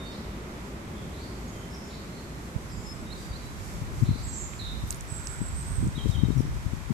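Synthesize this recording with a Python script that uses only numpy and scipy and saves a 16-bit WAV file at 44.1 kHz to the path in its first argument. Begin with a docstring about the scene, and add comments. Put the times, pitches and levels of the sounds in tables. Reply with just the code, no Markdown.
"""Small birds chirp from scattered trees, whose leaves smear each note into a short tail, over a hiss of
air and leaves and a distant rumble that slowly fades. Near 3 s a closer bird whistles, and the breeze
picks up and starts to buffet the two microphone openings in short puffs. Just before 5 s a few dry ticks
sound close by. Then one bird sings five thin, high notes while a faint hollow sound swells far off.
Around 6 s a two-part call comes twice, and the wind ends mostly on the left."""
import sys
import numpy as np
from scipy import signal
from scipy.fft import rfft, irfft
from scipy.io import wavfile

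SR = 44100
rng = np.random.default_rng(int(sys.argv[2]) if len(sys.argv) > 2 else 0)


def master_out(mix):
    """Clip the mix to full scale and print it as 16-bit PCM to the path in sys.argv[1]."""
    frames = np.transpose(np.atleast_2d(mix))
    ceiling = np.clip(frames, -1, 1)
    pcm = np.round(ceiling * 32767).astype(np.int16)
    wavfile.write(sys.argv[1], SR, pcm)


N = 305613
TIME = np.arange(N) / SR
FREQS = np.maximum(np.arange(N // 2 + 1) * SR / N, 1)


def from_db(db):
    """Turn decibels into a number to multiply a sound by."""
    return 10 ** (np.asarray(db) / 20)


def rms_one(x):
    """Scale a sound so that its average strength (rms) is 1."""
    return x / np.sqrt(np.mean(x ** 2) + 1e-20)


def over_time(rows):
    """Join a table's points in time, giving one curve for each level column."""
    times, *columns = np.transpose(rows)
    return [np.interp(TIME, times, column) for column in columns]


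def over_hz(points):
    """Join a table's points from low to high frequency, giving each octave equal room."""
    hz, value = np.transpose(points)
    return np.interp(np.log(FREQS), np.log(hz), value)


def noise(colour):
    """Noise whose colour says how strong each frequency is."""
    return rms_one(irfft(rfft(rng.standard_normal(N)) * from_db(over_hz(colour)), N))


def stereo_noise(colour, likeness):
    """Noise from all round; left and right are the same (likeness 1), unrelated (0) or opposite (-1)."""
    shared, opposed = rfft(rng.standard_normal((2, N))) * from_db(over_hz(colour))
    alike = np.clip(over_hz(likeness), -1, 1)
    return rms_one(irfft(np.sqrt(1 + alike) * shared + np.sqrt(1 - alike) * opposed * [[1], [-1]], N))


def wander(t, rate):
    """A wobbly line that heads for a new random value `rate` times a second."""
    return np.interp(t * rate, np.arange(2048), rng.standard_normal(2048))


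def band(x, low_hz, high_hz):
    """Keep the part of a sound between two frequencies."""
    edges_hz = [low_hz, min(high_hz, .45 * SR)]
    return signal.sosfilt(signal.butter(2, edges_hz, "band", fs=SR, output="sos"), x)


def pan(right_db):
    """Make the right side this much louder than the left (pan/dB in the tables)."""
    return rms_one(from_db(np.array([[-right_db], [right_db]]) / 2))


def add(out, s, sound):
    """Mix a sound in, starting at s seconds."""
    i = int(round(s * SR))
    sound = sound[..., max(-i, 0):N - i]
    out[..., max(i, 0):max(i, 0) + sound.shape[-1]] += sound


# How loud the background is: t/s, rumble level/dB, air level/dB, leaf level/dB
BACKGROUND_LEVELS = [(0, -38.5, -46, -57.5), (1.2, -38, -47.5, -56.5), (2.0, -39.5, -47.5, -55.5),
                     (2.8, -40, -48, -55), (3.6, -42, -47, -52.5), (4.6, -44, -47, -53),
                     (5.4, -45.5, -46.5, -53), (6.2, -44, -47, -53), (6.93, -47.5, -47, -55.5)]
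# The colour of each background noise: f/Hz, level/dB
RUMBLE_COLOUR = [(20, -11), (35, -11), (52, 6.5), (90, 0), (130, -0.5), (200, 1.5), (300, -5.5),
                 (380, -4.5), (480, -12), (600, -11), (800, -20), (1500, -54.5), (5000, -64.5)]
AIR_COLOUR = [(30, -28), (300, -12.5), (700, -5), (1000, -0.5), (1350, -2), (1650, -4), (2050, -4.5),
              (2800, -11), (3600, -12), (4600, -16), (7000, -22), (15000, -29)]
LEFT_LEAF_COLOUR = [(1000, -8.5), (3000, -40), (4500, -6), (5900, -1.5), (7000, -6), (8000, -13),
                    (9500, -23), (14500, -27)]
RIGHT_LEAF_COLOUR = [(1000, -23.5), (3000, -5), (4800, -2), (6000, -0.5), (7600, 4.5), (8900, -1.5),
                     (10700, -4), (12300, -2.5), (14500, -19)]
# How alike left and right are: f/Hz, likeness
RUMBLE_LIKENESS = [(50, 1), (300, 0.896), (700, 0.47)]
AIR_LIKENESS = [(400, 1), (800, 0.517), (1150, -0.12), (1700, -0.41), (2050, -0.08), (2400, 0.363),
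                (2850, -0.059), (3500, -0.084)]

def background(stir_db=1.76, stirs_per_s=9):
    """A far rumble, the rush of open air and softly stirring leaves."""
    rumble_db, air_db, leaves_db = over_time(BACKGROUND_LEVELS)
    rumble = from_db(rumble_db) * stereo_noise(RUMBLE_COLOUR, RUMBLE_LIKENESS)
    air = from_db(air_db) * pan(right_db=1.5) * stereo_noise(AIR_COLOUR, AIR_LIKENESS)
    leaves = pan(right_db=4.0) * np.array([noise(LEFT_LEAF_COLOUR), noise(RIGHT_LEAF_COLOUR)])
    return rumble + air + from_db(leaves_db + stir_db * wander(TIME, stirs_per_s)) * leaves


# How the hollow sound rises and falls: t/s, level/dB
SWELL_LEVELS = [(0, -90), (4.95, -83.5), (5.2, -51.5), (5.38, -50), (5.55, -61), (5.72, -53), (5.95, -72),
                (6.93, -89.5)]
# Its colour: f/Hz, level/dB
SWELL_COLOUR = [(600, -52), (1150, -18.5), (1400, 0), (1560, -3), (1800, -11.5), (3500, -49)]

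def hollow_swell():
    """A narrow band of noise swells twice, faint and far off."""
    return from_db(over_time(SWELL_LEVELS)[0]) * stereo_noise(SWELL_COLOUR, AIR_LIKENESS)


# A high tone: f/Hz, level/dB
WHINE_TONES = [(10002, -79)]

def whine():
    """A very faint, steady whine."""
    return sum(from_db(db) * rms_one(np.sin(2 * np.pi * hz * TIME)) for hz, db in WHINE_TONES)


def eddy(hz, roundness=2.9, leak_hz=39):
    """A small swirl of air passes a microphone opening: one bump of pressure between two dips."""
    t = TIME[:SR // 10] - .05
    distance_squared = (np.pi * hz * t) ** 2 / roundness   # from the swirl's centre to the opening
    bump = (1 - (2 * roundness + 1) * distance_squared) / (1 + distance_squared) ** (roundness + 2)
    # The opening leaks slow changes of pressure, which deepens the second dip.
    return signal.lfilter(*signal.butter(1, leak_hz, "high", fs=SR), bump)


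# The breeze rises in waves: t/s, left level/dB, right level/dB
BREEZE_LEVELS = [(0, -76, -65.5), (2.4, -64, -51.5), (2.75, -49, -38.5), (3.2, -53.5, -40),
                 (3.7, -40.5, -41), (4.12, -27.5, -31.5), (4.3, -41, -41.5), (4.85, -38.5, -35),
                 (5.27, -40.5, -37.5), (5.6, -35, -33.5), (5.85, -30.5, -25.5), (5.95, -35, -39),
                 (6.1, -26, -43.5), (6.42, -27, -35), (6.55, -30.5, -35), (6.93, -32, -50)]
# The deep colour of wind on a microphone: f/Hz, level/dB
WIND_COLOUR = [(15, -19), (32, -1), (52, 11), (85, 6), (140, 3.5), (220, -12.5), (350, -18), (600, -33),
               (1500, -81), (5000, -90)]

def wind(lump_db=2.5, lumps_per_s=25, strays_per_s=8.3, stray_db=2, stray_hz=139):
    """Each opening gets its own churning air and stray swirls, both growing with the breeze."""
    breeze_db = over_time(BREEZE_LEVELS)
    churn = [from_db(db + lump_db * wander(TIME, lumps_per_s)) * noise(WIND_COLOUR) for db in breeze_db]
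    strays = (rng.random((2, N)) < strays_per_s / SR) * from_db(breeze_db) * from_db(stray_db)
    return np.array(churn) + signal.fftconvolve(strays, eddy(stray_hz)[None], "same", axes=1)


# Puffs of wind: t/s, length/s, level/dB, f/Hz, pan/dB
WIND_PUFFS = [ (2.564, 0.0078, -15.5, 80, 28.5), (3.311, 0.0069, -23, 80, -9),
              (3.823, .006, -21.5, 107, -16.5), (4.0265, .005, -10, 135, -23.5),
              (4.0352, 0.0054, -10, 110, -24), (4.092, .005, -12, 115, -15),
              (4.1133, 0.0081, -12.5, 115, -23), (4.16, .006, -25.5, 170, -17.5), (4.617, .025, -26, 70, 1),
              (4.839, .0064, -20.5, 107, -15), (5.124, .0094, -22, 97, 24.5),
              (5.417, 0.017, -16.5, 122, -29.5), (5.829, 0.04, -16.5, 146, 22),
              (5.865, 0.012, -18.5, 130, 16), (5.871, .0075, -16.5, 140, -9),
              (5.887, .006, -18, 119, -13.5), (5.98, .006, -20, 149, -27), (6.059, .015, -15, 182, -34),
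              (6.0975, .0072, -12.5, 107, -24.5), (6.159, .025, -21, 100, -25),
              (6.183, .024, -18, 105, -27.5), (6.2364, 0.0089, -7, 107, -35.5),
              (6.2533, 0.0072, -17, 85, -29.5), (6.2866, 0.0084, -16, 149, -21.5),
              (6.3055, .007, -12.5, 186, -32), (6.367, 0.015, -16.5, 135, -21),
              (6.3826, .009, -18, 115, -21), (6.398, .005, -14, 110, -32),
              (6.4063, 0.0063, -11.5, 122, -30.5), (6.453, .0062, -21, 165, -22),
              (6.666, .005, -19.5, 138, -24), (6.736, .0069, -19, 139, -32),
              (6.905, .0051, -15.5, 149, -32.5), (6.91, .0162, -15, 139, -33.5)]

def puffs(count=6, gap_s=0.00902, unevenness=0.14, fade_db=16, lead_s=0.00736, lead_db=-12):
    """A small swirl leads each puff's strongest one; weaker ones follow at uneven gaps and sizes."""
    out = np.zeros((2, N))
    chances = rng.standard_normal((len(WIND_PUFFS), 2, count))
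    for (s, length, level_db, hz, right_db), chance in zip(WIND_PUFFS, chances):
        gaps, sizes = np.exp(unevenness * chance)
        delays = gap_s * (np.cumsum(gaps) - gaps[0])
        fades_db = -fade_db * (delays / length) ** 2
        for delay, db, size in [(-lead_s, lead_db, 1), *zip(delays, fades_db, sizes)]:
            bump = from_db(level_db + db) * eddy(hz / size)
            add(out, s + delay - len(bump) / SR / 2, pan(right_db) * bump)
    return out


# Soft rustles close by: t/s, length/s, level/dB, centre f/Hz, pan/dB
RUSTLES = [(4.523, 0.018, -48, 1870, 5.5), (4.866, 0.121, -56, 10500, 17.5),
           (4.909, 0.023, -44.5, 8450, 19), (6.076, 0.045, -52.5, 5640, 6.5),
           (6.373, 0.053, -53.5, 6700, 14)]

def rustles(grain_db=7, grains_per_s=700, spread=1.6):
    """Noise that flickers very fast makes short clumps of tiny crackles."""
    out = np.zeros((2, N))
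    for s, length, level_db, hz, right_db in RUSTLES:
        t = TIME[:int(length * SR)]
        hiss = rng.standard_normal((2, SR // 4))[:, :len(t)]
        grains = hiss * from_db(grain_db * wander(t, grains_per_s))
        clump = band(grains * np.sqrt(np.sin(np.pi * t / length)), hz / spread, hz * spread)
        add(out, s, from_db(level_db) * pan(right_db) * rms_one(clump))
    return out


# Dry ticks: t/s, level/dB, f/Hz, pan/dB
TICKS = [(4.8735, -35, 11500, 12), (4.8773, -35, 10500, 15.5), (4.9008, -32, 12000, 14.5),
         (4.9064, -9.5, 7650, 16), (4.9103, -34, 11400, 14), (4.9148, -36, 10300, 13.5),
         (4.9253, -37, 10500, 12), (4.926, -25.5, 4400, -6), (4.9455, -25, 7950, 17),
         (4.9583, -29, 10500, 16.5), (4.9683, -32, 10500, 16.5), (5.009, -21.5, 7600, 17),
         (5.2715, -17, 6200, 9), (5.876, -26.5, 7330, 9.5)]
# The tones that ring in a tick: multiple of its f, level/dB, time to fade by 60 dB/s
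TICK_TONES = [(.55, -14, .0025), (.88, 2, 0.0019), (1.03, 0.5, .0026), (1.5, -13, 0.0014)]

def ticks(contact_s=0.00023, crack_db=-19, crack_fade_s=.004, bounce_s=0.000734, bounce_db=-2):
    """A tiny hard hit gives a bright crack, rings for a moment and bounces once."""
    out, t = np.zeros((2, N)), TIME[:SR // 64]
    for (s, level_db, hz, right_db), hiss in zip(TICKS, rng.standard_normal((len(TICKS), len(t)))):
        ring = sum(from_db(db - 60 * t / fade_s) * np.sin(2 * np.pi * min(ratio * hz, SR / 2) * t)
                   for ratio, db, fade_s in TICK_TONES)
        ring *= 1 - np.exp(-t / contact_s)
        crack = band(hiss * from_db(crack_db - 60 * t / crack_fade_s), hz / 2.4, hz * 1.5)
        gain = from_db(level_db) * pan(right_db)
        add(out, s, gain * (ring + crack))
        add(out, s + bounce_s, gain * from_db(bounce_db) * ring)
    return out


# The tail that trees give a note: build-up/s, time to fade by 60 dB/s, the same for the treble/s
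NEAR_TREES, FAR_TREES, OPEN_TREES = (.015, .62, .55), (.025, .75, .62), (.02, .5, .4)

def trees(x, build_s, fade_s, treble_fade_s, split_hz=6000):
    """Trunks and leaves scatter a call into a tail, different on each side; the treble dies sooner."""
    t = TIME[:SR]
    low, high = rng.standard_normal((2, 2, SR))
    tail = band(low, 1070, split_hz) * from_db(-60 * t / fade_s)
    tail += band(high, split_hz, 8360) * from_db(-60 * t / treble_fade_s)
    tail *= 1 - np.exp(-t / build_s)
    tail /= np.sqrt(2 * np.sum(tail ** 2, axis=1, keepdims=True))
    return signal.fftconvolve(x, tail, axes=1)[:, :N]


def bird_voice(length, pitches, warble_hz, swell, overtone_db, warble_rate, softness, shimmer_db=3.0):
    """A bird's throat sings an almost pure tone that slides through three pitches with a ragged warble."""
    t = TIME[:int(length * SR)]
    progress = t / length
    glide_hz = np.polyval(np.polyfit([0, .5, 1], pitches, 2), progress)
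    wobble = np.sin(2 * np.pi * np.cumsum(warble_rate * (1 + 0.303 * wander(t, 91.7))) / SR)
    warble = .75 * wobble + .65 * wander(t, 600)
    phase = 2 * np.pi * np.cumsum(glide_hz + warble_hz * warble) / SR
    loudness = np.abs(np.sin(np.pi * progress ** swell)) ** softness   # a bigger swell peaks later
    loudness *= from_db(shimmer_db * wander(t, 151.0))
    return rms_one(loudness * (np.sin(phase) + from_db(overtone_db) * np.sin(2 * phase)))


def slur(start_hz, end_hz, sag_hz=39.3):
    """Start, middle and end pitch of a slide that sags a little in the middle."""
    return start_hz, (start_hz + end_hz) / 2 - sag_hz, end_hz


# Thick clumps of trees throw a note back: delay t/s, level/dB
TREE_ECHOES = [(.068, 1), (.127, -2), (.195, -8)]

def birds(notes, swell, lean, overtone_db, direct_db, scatter_db,
          echo_db=None, grove=NEAR_TREES, warble_rate=130, softness=0.42):
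    """Each note arrives straight from the bird, again through the trees and, if asked, as echoes."""
    direct, into_trees, echoes = np.zeros((3, 2, N))
    for s, length, pitches, level_db, right_db, warble_hz in notes:
        note_swell = swell * (pitches[-1] / pitches[0]) ** lean   # moves the peak toward the higher end
        voice = bird_voice(length, pitches, warble_hz, note_swell, overtone_db, warble_rate, softness)
        note = from_db(level_db) * pan(right_db) * voice
        nearness_db = 0.085 * (level_db + 44)   # louder birds are nearer, so more comes straight
        add(direct, s, from_db(direct_db + nearness_db) * note)
        add(into_trees, s, note)
        if echo_db is not None:
            for delay, db in TREE_ECHOES:
                add(echoes, s + delay, from_db(echo_db + db) * note)
    if echo_db is not None:
        direct += trees(echoes, build_s=.002, fade_s=.11, treble_fade_s=.09)
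    return direct + from_db(scatter_db) * trees(into_trees, *grove)


# Clear whistles: t/s, length/s, start f/Hz, middle f/Hz, end f/Hz, level/dB, pan/dB
WHISTLES = [ (2.824, 0.11, 5553, 5179, 5250, -48.5, -7), (3.077, 0.06, 3570, 3890, 4308, -48, 9),
            (3.312, .062, 3645, 3910, 4317, -51, 19)]

def whistles(warble_hz=16):
    """A nearer bird's clean notes swell toward their end and echo faintly."""
    notes = [(s, length, pitches, db, right, warble_hz) for s, length, *pitches, db, right in WHISTLES]
    return birds(notes, swell=2.7, lean=0.62, overtone_db=-21, direct_db=0, scatter_db=-12,
                 echo_db=-21, grove=OPEN_TREES)


# Two-part calls: t/s, level/dB, then the pip's length/s, start f/Hz, end f/Hz, warble/Hz, echo level/dB
PIP_CALLS = [(5.952, -45, 0.0303, 3675, 4080, 70, -13), (6.111, -46.5, 0.023, 3800, 3750, 25, -1.5)]

def pip_calls(pip_db=-1.5, pip_right_db=7,
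              fall_after_s=0.023, fall_s=0.0473, fall_right_db=1, fall_warble_hz=120):
    """A short pip and a lower, trembling fall, sung twice; the second pip is purer and echoes more."""
    pips, falls = np.zeros((2, N)), []
    fall_pitches = slur(start_hz=3380, end_hz=3093)
    for s, db, length, start_hz, end_hz, warble_hz, echo_db in PIP_CALLS:
        pip = (s, length, slur(start_hz, end_hz), db + pip_db, pip_right_db, warble_hz)
        pips += birds([pip], swell=0.95, lean=0, overtone_db=-61, direct_db=-2, scatter_db=0,
                      echo_db=echo_db)
        falls.append((s + fall_after_s, fall_s, fall_pitches, db, fall_right_db, fall_warble_hz))
    return pips + birds(falls, swell=1, lean=1.5, overtone_db=-61.5, direct_db=-1, scatter_db=-3.5,
                        warble_rate=63)


# Thin, high notes: t/s, start f/Hz, droop/Hz, level/dB, warble/Hz
THIN_NOTES = [(5.066, 8120, 602, -44, 120), (5.217, 8160, 636, -45, 95), (5.37, 8120, 558, -46, 75),
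              (5.528, 8280, 330, -46, 55), (5.685, 8360, 360, -46, 50)]

def thin_song(hold_s=.075, early_droop=0.383, right_db=14,
              buzz_after_s=.052, buzz_s=0.0556, buzz_db=-4, buzz_warble_hz=260):
    """A bird on the right repeats a high note that swells, then droops into a buzz; each starts purer."""
    notes = []
    for s, hz, droop_hz, db, warble_hz in THIN_NOTES:
        bend_hz = hz - early_droop * droop_hz
        notes.append((s, hold_s, (hz, (hz + bend_hz) / 2, bend_hz), db, right_db, warble_hz))
        buzz_pitches = slur(bend_hz, hz - droop_hz)
        notes.append((s + buzz_after_s, buzz_s, buzz_pitches, db + buzz_db, right_db, buzz_warble_hz))
    return birds(notes, swell=1.6, lean=1.8, overtone_db=-50, direct_db=-2.5, scatter_db=1, softness=0.89)


# Scattered chirps: t/s, length/s, start f/Hz, end f/Hz, level/dB, pan/dB, warble/Hz
CHIRPS = [ (-.04, 0.13, 3720, 3703, -52, 2, 27), (0.045, 0.062, 4510, 4520, -55, 2.5, 230),
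          (0.117, 0.0374, 5370, 5180, -57.5, 2, 257), (0.131, 0.033, 4240, 4044, -54, 3, 201),
          (0.963, 0.08, 3570, 3143, -58.5, 4, 100), (1.12, 0.092, 3700, 4200, -57, 2.5, 307),
          (1.195, 0.061, 4260, 4795, -54, 1, 290), (1.466, 0.045, 6680, 6750, -57, 3, 22),
          (1.518, 0.113, 3264, 3082, -61, 6, 38), (1.697, 0.085, 5060, 5720, -52.5, 0, 260),
          (1.836, 0.078, 6900, 7100, -61, 4, 220), (1.876, 0.055, 5400, 5430, -60, 0, 170),
          (1.882, 0.12, 4260, 4110, -56, 2.5, 500), (2.119, 0.097, 4220, 4290, -58.5, 2, 200),
          (2.692, 0.053, 5242, 5080, -55.5, 0, 257), (2.71, 0.058, 7560, 7630, -56, 12.5, 27),
          (2.76, 0.064, 6700, 7640, -57, 8, 430), (2.933, 0.038, 8000, 7980, -60, 8, 19.4),
          (3.042, 0.13, 3740, 3840, -58, 6.5, 94), (3.144, 0.099, 4730, 4730, -60, -5.5, 62),
          (3.281, 0.088, 4700, 4490, -57, -3.5, 128), (3.416, 0.043, 4040, 3966, -58, 3, 38),
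          (4.042, 0.0843, 3950, 4180, -53, 4, 270), (4.11, 0.11, 4110, 4600, -54.5, 3, 400),
          (4.226, 0.045, 7450, 7860, -46, 10, 100), (4.265, 0.04, 6680, 6740, -52, 0, 120),
          (4.283, 0.11, 6200, 6150, -54.5, 0, 510), (4.324, 0.053, 7600, 7410, -41, 10.5, 180),
          (4.358, 0.064, 7260, 6880, -44.5, 4.5, 370), (4.591, 0.02, 4330, 3950, -41, 8, 190),
          (4.607, 0.031, 3960, 3805, -43.5, 7, 193), (4.635, 0.076, 3875, 3674, -47, 4, 140),
          (6.376, 0.029, 5860, 5350, -54, 1.5, 60)]

def chirps(far_below_db=-50.5):
    """Birds all round sing single slides, pure or buzzy; faint ones from deep in the trees linger more."""
    near, far = [], []
    for s, length, start_hz, end_hz, db, right_db, warble_hz in CHIRPS:
        group = far if db < far_below_db else near
        group.append((s, length, slur(start_hz, end_hz), db, right_db, warble_hz))
    return (birds(near, swell=0.9, lean=2.8, overtone_db=-52.5, direct_db=-2.5, scatter_db=1)
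            + birds(far, swell=0.94, lean=2.7, overtone_db=-52, direct_db=-0.9, scatter_db=0,
                    grove=FAR_TREES, softness=0.72))


def scene():
    """Birds far and near over the background, with wind, ticks and rustles at the microphone."""
    calls = chirps() + thin_song() + pip_calls() + whistles()
    return calls + hollow_swell() + background() + whine() + wind() + puffs() + ticks() + rustles()


def record(dry):
    """Cut away the highest treble, above 14700 Hz."""
    return signal.sosfilt(signal.ellip(12, .1, 80, 14700, fs=SR, output="sos"), dry)


dry = scene()
out = record(dry)
master_out(out)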